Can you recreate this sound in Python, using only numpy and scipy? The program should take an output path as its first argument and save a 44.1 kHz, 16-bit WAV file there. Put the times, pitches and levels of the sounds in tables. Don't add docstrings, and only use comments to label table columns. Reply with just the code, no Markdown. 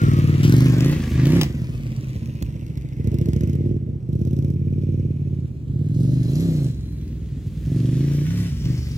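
import sys
import numpy as np
from scipy import signal
from scipy.fft import rfft, irfft
from scipy.io import wavfile
from scipy.ndimage import uniform_filter1d, map_coordinates

SR = 44100
rng = np.random.default_rng(int(sys.argv[2]) if len(sys.argv) > 2 else 0)


def transcribe(signal):
    frames = np.atleast_2d(signal).T
    limited = np.clip(frames, -1, 1)
    pcm = np.round(limited * 32767).astype(np.int16)
    wavfile.write(sys.argv[1], SR, pcm)


N = 395577
T = np.arange(N) / SR


# (frequency [Hz], level [dB])
PIPE_OPEN_REAR = [(28, -50.5), (60, 7), (85, 0), (110, 7), (140, 4), (170, -2.5), (200, -3.5), (240, -8),
                  (285, -13), (345, -13.5), (410, -21.5), (500, -29), (620, -31.5), (850, -53)]
PIPE_OPEN_FRONT = [(28, -23.5), (60, -4), (95, -8.5), (120, 5), (145, 6.5), (175, 0.5), (210, -14.5),
                   (260, -5), (300, -9), (360, -14), (420, -29.5), (500, -39.5), (620, -43.5), (850, -66)]
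PIPE_SHUT_REAR = [(25, -50.5), (55, 20.5), (80, 10.5), (125, 24.5), (165, 13.5), (200, 2.5), (230, 7.5),
                  (280, -26.5), (330, -21), (400, -29.5), (500, -17.5), (620, -24), (850, -42)]
PIPE_SHUT_FRONT = [(25, -44), (48, 3), (63, 10.5), (78, 13.5), (100, 4), (145, 10.5), (190, -3), (230, 2),
                   (280, -14), (335, -9.5), (400, -26.5), (530, -28), (620, -44), (850, -45.5)]
# (frequency [Hz], width [Hz], lift [dB])
STANDING_WAVES = [(86, 18.4, 14.5), (143.2, 19, 8), (175.3, 2.1, 13), (225, 38, 10), (339.7, 13, 7.5),
                  (344, 43, 3.5), (422, 120, 10), (474, 64, 6.5), (544, 8.1, 10), (665, 6.8, -5)]

def exhaust(loaded, shut, rpm, front, bark_db, bark_hz=270, bark_offset_db=14):
    lugging = np.minimum(2100 / rpm, 1.2) ** 3
    upper = signal.butter(1, 176, "high", fs=SR, output="sos")
    drive = loaded + .36 * lugging * signal.sosfilt(upper, turbulence(loaded))
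    coast = shut + 1.05 * signal.sosfilt(upper, turbulence(shut))
    behind = ring(drive, body(PIPE_OPEN_REAR, STANDING_WAVES)) + ring(coast, body(PIPE_SHUT_REAR))
    ahead = ring(drive, body(PIPE_OPEN_FRONT)) + ring(coast, body(PIPE_SHUT_FRONT))
    pipe = -steady(silencer((1 - front) * behind + front * ahead))
    bark = signal.sosfiltfilt(signal.butter(2, bark_hz, "high", fs=SR, output="sos"), pipe)
    return steady(pipe + (undb(bark_db + bark_offset_db) - 1) * bark)


def firings(cycles, angle, load_db, shut_db, lead_s=.0011, jitter_s=.00005):
    times = moments(cycles, angle)
    slip, force = rng.standard_normal((len(times), 2)).T
    is_open = throttle_open(times)
    times = times - lead_s + jitter_s * slip * np.where(is_open, 1, 2)
    return np.array([clicks(times, is_open * undb(load_db + .9 * force)),
                     clicks(times, ~is_open * undb(shut_db + 2 * force))])


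def long_header(pulses, dull_hz=480):
    return signal.sosfiltfilt(signal.butter(2, dull_hz, fs=SR, output="sos"), pulses)


def turbulence(pulses, rise_s=.006):
    swell = puff(rise_s)
    power = np.abs(ring(pulses ** 2, swell / swell.sum()))
    return np.sqrt(power) * rng.standard_normal(N)


def silencer(x, late_hz=75):
    pole = np.exp(-2 * np.pi * late_hz / SR)
    return signal.lfilter([-pole, 1], [1, -pole], x)


# (time [s], crank speed [rpm])
REV_BURSTS = [
    [(0.0, 2566), (0.18, 2224), (0.37, 2266), (0.65, 3184), (0.76, 2746), (0.94, 3716)],
    [(1.22, 3013), (1.37, 4257)],
    [(2.98, 1515), (3.13, 1753), (3.37, 1530), (3.49, 2061), (3.72, 2390)],
    [(4.09, 1815), (4.22, 2045), (4.97, 2243), (5.45, 2052)],
    [(5.64, 1633), (5.76, 2103), (6.16, 3107), (6.24, 2705), (6.43, 4158), (6.58, 3538)],
    [(7.65, 2350), (7.76, 2780), (7.94, 2990), (8.04, 3370), (8.23, 3500), (8.33, 4200), (8.41, 4230),
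     (8.48, 4050)],
    [(8.59, 2400), (8.69, 2950), (8.77, 3000), (8.97, 2600)],
]

def engine_speed(drop_s=.13):
    rolling_rpm = [2788, 2300, 1608, 2629, 2525, 1700]
    rpm = curve([point for burst in REV_BURSTS for point in burst])
    for before, after, rolling in zip(REV_BURSTS, REV_BURSTS[1:], rolling_rpm):
        (start, high), (end, resume) = before[-1], after[0]
        gap = (T > start) & (T < end)
        since = T[gap] - start
        coasting = rolling + (high - rolling) * np.exp(-since / drop_s)
        rpm[gap] = coasting + (resume - coasting) * since / (end - start)
    return rpm


# (opens [s], hardest [s], ends [s])
PULL_CUES = [(-.3, -.03, .425), (.425, .52, .74), (.74, .87, .95), (1.14, 1.2, 1.215), (1.215, 1.33, 1.44),
             (2.99, 3.39, 3.57), (3.57, 3.66, 3.78), (3.78, 3.88, 3.99), (4.07, 4.39, 4.56),
             (4.56, 4.92, 5.13), (5.13, 5.3, 5.47), (5.68, 5.86, 5.93), (5.93, 6.06, 6.23),
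             (6.23, 6.41, 6.71), (7.66, 8.0, 8.25), (8.25, 8.4, 8.5), (8.63, 8.7, 8.78)]
# (exhaust [dB], bark [dB], gas spit [dB], thrown dirt [dB], intake [dB])
PULL_MIX = [(-14, -11.5, -49.5, -65, -40), (-11.5, -7.5, -38.5, -48.5, -43.5),
            (-14.5, -5.5, -41, -55, -38.5), (-13.5, -13, -57, -63, -45), (-13.5, -5, -43, -52, -38.5),
            (-18.5, -8.5, -50, -65, -41), (-19.5, -3.5, -67, -72, -40.5), (-25, -14.5, -78, -91, -50),
            (-19.5, -8, -56.5, -64.5, -45.5), (-20, -9, -69.5, -68, -54.5), (-22.5, -14.5, -87, -71, -54.5),
            (-20.5, -15, -76, -92, -54), (-17, -12.5, -60, -55.5, -45.5), (-18.5, -11, -59, -50.5, -41.5),
            (-18, -10.5, -68, -55, -47), (-20, -58, -59, -54, -51), (-19, -20, -69, -60, -52.5)]

def pull_levels(sags_db=(1.5, 4, 8.5, 6, 5), blend_s=.015):
    cues = np.array(PULL_CUES)
    nearest = np.searchsorted((cues[:-1, 2] + cues[1:, 0]) / 2, T)
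    opens, hardest, ends = cues[nearest].T
    off_crest = np.maximum((hardest - T) / (hardest - opens), (T - hardest) / (ends - hardest))
    slack = np.minimum(off_crest, 1) ** 2
    return [uniform_filter1d(db[nearest] - sag * slack, int(blend_s * SR))
            for db, sag in zip(np.transpose(PULL_MIX), sags_db)]


def throttle_open(times):
    return sum((times >= opens) & (times < ends) for opens, _, ends in PULL_CUES) > 0


# (frequency [Hz], level [dB])
GAS_TONE = [(800, -5.5), (1400, -2), (2200, -8), (3500, -7.5), (6800, -6.5), (9000, -17.5), (12000, -8.5),
            (15500, -13)]

def spit(pulses, rise_s=.0019, scatter_db=3):
    jets = np.sqrt(np.abs(pulses)) * undb(scatter_db * rng.standard_normal(N))
    return steady(ring(jets, puff(rise_s)) * hiss(GAS_TONE))


# (time [s], thump [dB], crack [dB])
POP_CUES = [(1.617, -14.5, -52), (2.423, -12, -32.5), (2.772, -16, -42), (7.462, -21.5, -66)]

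def pops():
    times, thump_db, crack_db = np.transpose(POP_CUES)
    pipe = body(PIPE_OPEN_REAR)
    thump = ring(clicks(times, undb(thump_db)), -pipe / np.abs(pipe).max())
    crack = ring(clicks(times, undb(crack_db)), puff(.0023)) * hiss(GAS_TONE)
    return thump + crack


# (frequency [Hz], level [dB])
INTAKE_TONE = [(320, -9), (400, 1), (450, -3.5), (520, -1.5), (630, -6.5), (760, -18)]

def intake(cycles, rpm, front, low_hz=260, high_hz=570, rush_db=-8, scatter_db=2):
    opens, length = .3, .65
    gulp, since = np.divmod(cycles - opens + 1, 1)
    progress = np.minimum(since / length, 1)
    since_s = since * 120 / rpm
    honk = np.sin(2 * np.pi * since_s * (low_hz + (high_hz - low_hz) * progress / 2))
    size = undb(scatter_db * rng.standard_normal(int(gulp[-1]) + 1))[gulp.astype(int)]
    gulps = unit(size * np.sin(np.pi * progress) ** 2 * (honk + undb(rush_db) * hiss(INTAKE_TONE)))
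    rushing = .8 * front ** 4
    return np.sqrt(1 - rushing) * gulps + np.sqrt(rushing) * hiss(INTAKE_TONE)


# (frequency [Hz], level [dB])
CASE_TONE = [(300, 8), (650, -5), (850, -8.5), (1150, -3), (1450, -8), (1900, -1.5), (2500, -4),
             (3100, -10), (4000, -14), (5500, -15), (9000, -34)]
# (frequency [Hz], level [dB], time to fall 60 dB [s])
FIN_MODES = [(1040, -16.5, .06), (1604, -12, .06), (1980, 1.5, 0.035), (1970, -3, .06), (2960, 2.5, 0.026),
             (3670, -13, .06), (4000, -7, 0.069), (5470, -8.5, .05)]

def clatter(cycles, fins_db=-20, wash_db=-3):
    rattle = ring(valve_taps(cycles, scatter_db=2.5), puff(.0019)) * rng.standard_normal(N)
    t = T[:SR // 4]
    fin_ring = sum(undb(db - 60 * t / t60) * np.sin(2 * np.pi * hz * t) for hz, db, t60 in FIN_MODES)
    cases = unit(ring(rattle, body(CASE_TONE)))
    fins = unit(ring(rattle, fin_ring))
    return steady(cases + undb(fins_db) * fins + undb(wash_db) * hiss(CASE_TONE))


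# (angle [cycles], level [dB])
VALVE_RHYTHM = [(.05, -9), (.2, -9), (.33, -2), (.45, -7), (.57, -2), (.68, -9), (.8, 0), (.9, 0)]

def valve_taps(cycles, scatter_db):
    out = 0
    for angle, db in VALVE_RHYTHM:
        times = moments(cycles, angle)
        out += clicks(times, undb(db + scatter_db * rng.standard_normal(len(times))))
    return out


# (frequency [Hz], level [dB])
RASP_TONE = [(1700, -13), (2400, 2.5), (3500, -7), (6000, -4.5), (9000, -15.5), (13000, -9.5), (15500, -18)]

def rasp(cycles, rise_s=.0013):
    return steady(ring(valve_taps(cycles, scatter_db=5), puff(rise_s)) * hiss(RASP_TONE))


# (frequency [Hz], width [Hz], loudest [s], spread [s], level [dB])
PANEL_NOTES = [(2500, 560, 2.3, 0.54, -54), (2080, 260, 3.2, 0.53, -48.5), (2400, 350, 4.9, 0.41, -43.5),
               (4060, 180, 6.5, 0.39, -45), (5600, 260, 8.35, 0.33, -49), (3020, 100, 8.3, 0.39, -54),
               (5130, 1200, 8.8, 0.22, -46.5)]

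def panels(cycles, rise_s=.003):
    shaking = ring(valve_taps(cycles, scatter_db=2.5), puff(rise_s))
    out = 0
    for hz, width, loudest, spread, db in PANEL_NOTES:
        band = signal.butter(2, [hz - width / 2, hz + width / 2], "band", fs=SR, output="sos")
        note = steady(signal.sosfilt(band, shaking * rng.standard_normal(N)))
        beam = np.exp(-((T - loudest) / spread) ** 2 / 2)
        out += undb(db) * beam * note
    return out


# (time [s], level against the clatter [dB])
WHINE_FADER = [(0, 8), (.38, -7.5), (.48, -5), (1.45, -15), (1.65, -13), (2.6, -4.5), (3.4, -8), (4.2, -43)]

def gear_whine(cycles, meshes_per_cycle=66):
    flutter = 1.05 * hiss([(8, 0), (30, -3)])
    tremble = 1 + .4 * hiss([(8, 0), (40, -3)])
    return undb(curve(WHINE_FADER)) * tremble * np.sin(2 * np.pi * meshes_per_cycle * cycles + flutter)


# (frequency [Hz], level [dB])
CHAIN_TONE = [(1500, -3), (3500, -1.5), (5300, -7), (6800, -5.5), (8000, -8), (10000, -10.5),
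              (12000, -11.5), (15500, -12)]
DIRT_TONE = [(700, -11), (1500, -25), (2500, -4.5), (3500, -1), (5300, 0.5), (7000, -2), (9000, -7),
             (12000, -4), (15500, -26)]

def chain_and_dirt(chain_gain, dirt_gain):
    return chain_gain * crunch(CHAIN_TONE, grit_db=-6) + dirt_gain * crunch(DIRT_TONE, grit_db=-2)


def crunch(tone, grit_db, spread_db=9.5, grains_per_s=500):
    hits = rng.random(N) < grains_per_s / SR
    grains = hits * undb(spread_db * np.minimum(rng.exponential(size=N), 4))
    grit = ring(grains, puff(.00012)) * rng.standard_normal(N)
    return unit(hiss(tone) + undb(grit_db) * unit(ring(grit, body(tone))))


# (time [s], level [dB], decay [s])
KNOCK_CUES = [(.432, -30, 0.035), (0.806, -25, 0.0018), (1.255, -24.5, 0.0022), (1.321, -26, 0.0022),
              (1.413, -13, 0.0039), (1.419, -28, 0.0018), (1.433, -15, 0.0014), (1.441, -30, 0.0042),
              (7.652, -45, 0.003), (7.803, -42, 0.0029), (7.857, -37, 0.0019), (8.655, -35, 0.0045)]
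# (frequency [Hz], level [dB])
KNOCK_TONE = [(150, 7), (600, 10), (1300, 2.5), (2200, 5.5), (3000, 16), (3800, 5), (5000, 9.5), (7000, 1),
              (10000, -6), (15500, -3.5)]

def knocks():
    envelope = sum(undb(db) * (T >= s) * np.exp(-np.abs(T - s) / decay) for s, db, decay in KNOCK_CUES)
    return envelope * hiss(KNOCK_TONE)


# (time [s], lag of left behind right [ms])
PAN_PATH = [(.1, -0.36), (.6, -.21), (1, -0.043), (1.4, 0.12), (1.8, 0.23), (2.1, 0.29), (2.65, 0.36),
            (5, 0.337), (6.6, 0.14), (7.15, 0.056), (8.97, -0.17)]

def pan(x, left_db, shade_db_per_ms=3):
    lag_ms = curve(PAN_PATH)
    lag = lag_ms * SR / 1000
    balance_db = left_db - shade_db_per_ms * lag_ms
    return np.array([undb(side * balance_db / 2) * map_coordinates(x, [np.arange(N) - side * lag / 2])
                     for side in (1, -1)])


def hillside(x, decay_s=.03, predelay_s=.002, size=8192):
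    fade = np.sqrt(signal.get_window("hann", size))
    padded, out = np.pad(x, size), np.zeros((2, N + 4 * size))
    for start in range(0, N + size, size // 2):
        tails = rng.standard_normal((2, size)) * np.exp(-T[:size] / decay_s) * (T[:size] > predelay_s)
        tails /= np.sqrt(np.sum(tails ** 2, axis=1, keepdims=True))
        piece = fade * padded[start:start + size]
        out[:, start:start + 2 * size - 1] += signal.fftconvolve([piece], tails, axes=1)
    return out[:, size:size + N]


# (frequency [Hz], level [dB])
AIR_TONE = [(20, -9), (50, -1), (100, -1), (300, 0.5), (800, -33), (3000, -48.5), (8000, -51.5),
            (15500, -67)]

def open_air():
    return undb(-40) * hiss(AIR_TONE) + undb(-48) * np.array([hiss(AIR_TONE), hiss(AIR_TONE)])


def body(tone, modes=(), size=8192):
    hz, db = np.transpose(tone)
    f = np.maximum(np.arange(size // 2 + 1) * SR / size, 1)
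    outside = np.abs(np.log(f / np.clip(f, hz[0], hz[-1])))
    gain = undb(np.maximum(np.interp(np.log(f), np.log(hz), db) - 30 * outside, -110))
    for centre, width, lift_db in modes:
        gain *= np.sqrt(1 + (undb(lift_db) ** 2 - 1) / (1 + (2 * (f - centre) / width) ** 2))
    cepstrum = irfft(np.log(gain))
    cepstrum[1:size // 2] *= 2
    cepstrum[size // 2 + 1:] = 0
    return irfft(np.exp(rfft(cepstrum)))


def ring(x, response):
    return signal.fftconvolve(x, response)[:N]


def hiss(tone):
    return unit(ring(rng.standard_normal(N), body(tone)))


def clicks(times, sizes):
    out, inside = np.zeros(N), (times >= 0) & (times < T[-1])
    np.add.at(out, (times[inside] * SR).astype(int), sizes[inside])
    return out


def puff(rise_s, size=4096):
    u = T[:size] / rise_s
    return (u * np.exp(1 - u)) ** 2


def moments(cycles, angle):
    return np.interp(np.arange(200) + angle, cycles, T, left=-1, right=-1)


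def steady(x, size=10001):
    window = np.hanning(size)
    power = signal.fftconvolve(x ** 2, window, "same") / signal.fftconvolve(np.ones(N), window, "same")
    return x / np.sqrt(np.abs(power) + 1e-12)


def unit(x):
    return x / np.sqrt(np.mean(x ** 2) + 1e-18)


def curve(points):
    return np.interp(T, *np.transpose(points))


def undb(db):
    return 10 ** (np.asarray(db) / 20)


# (time [s], level [dB])
PATH_FADER = [(0, 0.5), (1.43, -0.5), (1.49, -7), (2.1, -7.5), (2.7, -12.5), (3.5, -13), (3.8, -24.5),
              (5.65, -20.5), (6.4, -9.5), (6.8, -16), (7.45, -14.5), (8.1, -7), (8.97, -6)]
# (time [s], share [0-1])
FRONT_SHARE = [(0, 0.73), (.8, 0.98), (1.4, 0.97), (2, 0.55), (5.3, 0.54), (6.15, 0.97), (8.4, 0.95),
               (8.97, 0.98)]

def scene(cruise_rpm=2500, throttle_travel_s=.07):
    rpm = engine_speed()
    cycles = np.cumsum(rpm) / 120 / SR
    first = firings(cycles, angle=.362, load_db=-3, shut_db=-7.5)
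    second = firings(cycles, angle=.747, load_db=0, shut_db=-2.5)
    loaded, shut = long_header(first) + second
    throttle = uniform_filter1d(throttle_open(T).astype(float), int(throttle_travel_s * SR))
    rev_octaves = np.log2(rpm / cruise_rpm)
    path_db, front = curve(PATH_FADER), curve(FRONT_SHARE)
    turned = curve([(5.3, 0), (6.0, 1)])

    pull_db, pull_bark_db, spit_db, dirt_db, intake_db = pull_levels()
    burble_db = -23.5 + .3 * path_db + 2.5 * rev_octaves
    burble_bark_db = -1 + .34 * path_db - 22.5 * turned
    pipe_db = throttle * pull_db + (1 - throttle) * burble_db
    bark_db = throttle * pull_bark_db + (1 - throttle) * burble_bark_db
    clatter_db = -44.5 + path_db + 6.5 * rev_octaves + 4 * throttle + 1.5 * front - 5.5 * turned
    chain_db = -52 + .83 * path_db + 5 * rev_octaves + .5 * front + 3.5 * turned
    rasp_db = -47 + path_db - 6.5 * throttle - 4 * front - 5.5 * turned

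    machinery = undb(clatter_db) * clatter(cycles) + undb(path_db) * panels(cycles)
    tyres = chain_and_dirt(undb(chain_db), throttle * undb(dirt_db))
    valves = undb(rasp_db) * rasp(cycles)
    voice = undb(pipe_db) * exhaust(loaded, shut, rpm, front, bark_db)
    voice += throttle * undb(intake_db) * intake(cycles, rpm, front) + pops()
    edge = throttle * undb(spit_db) * spit((first + second).sum(axis=0)) + valves + knocks()
    gear = undb(clatter_db) * gear_whine(cycles)
    direct = pan(voice, left_db=-.5) + pan(machinery + gear, left_db=1) + pan(tyres + edge, left_db=3.5)
    mids = signal.sosfilt(signal.butter(1, [900, 2000], "band", fs=SR, output="sos"), machinery)
    facing = pan(mids * (.25 - .4 * front), left_db=-22)
    close_send = undb(.25 * path_db) * (undb(-2) * machinery + undb(2) * tyres)
    scattered = hillside(undb(-18) * voice + close_send + undb(-14) * edge)
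    return direct + facing + scattered + open_air()


def record(dry, ceiling=1.4, top_hz=15850):
    rounded = ceiling * np.tanh(dry / ceiling)
    return signal.sosfilt(signal.ellip(10, .2, 80, top_hz, fs=SR, output="sos"), rounded)


dry = scene()
out = record(dry)
transcribe(out)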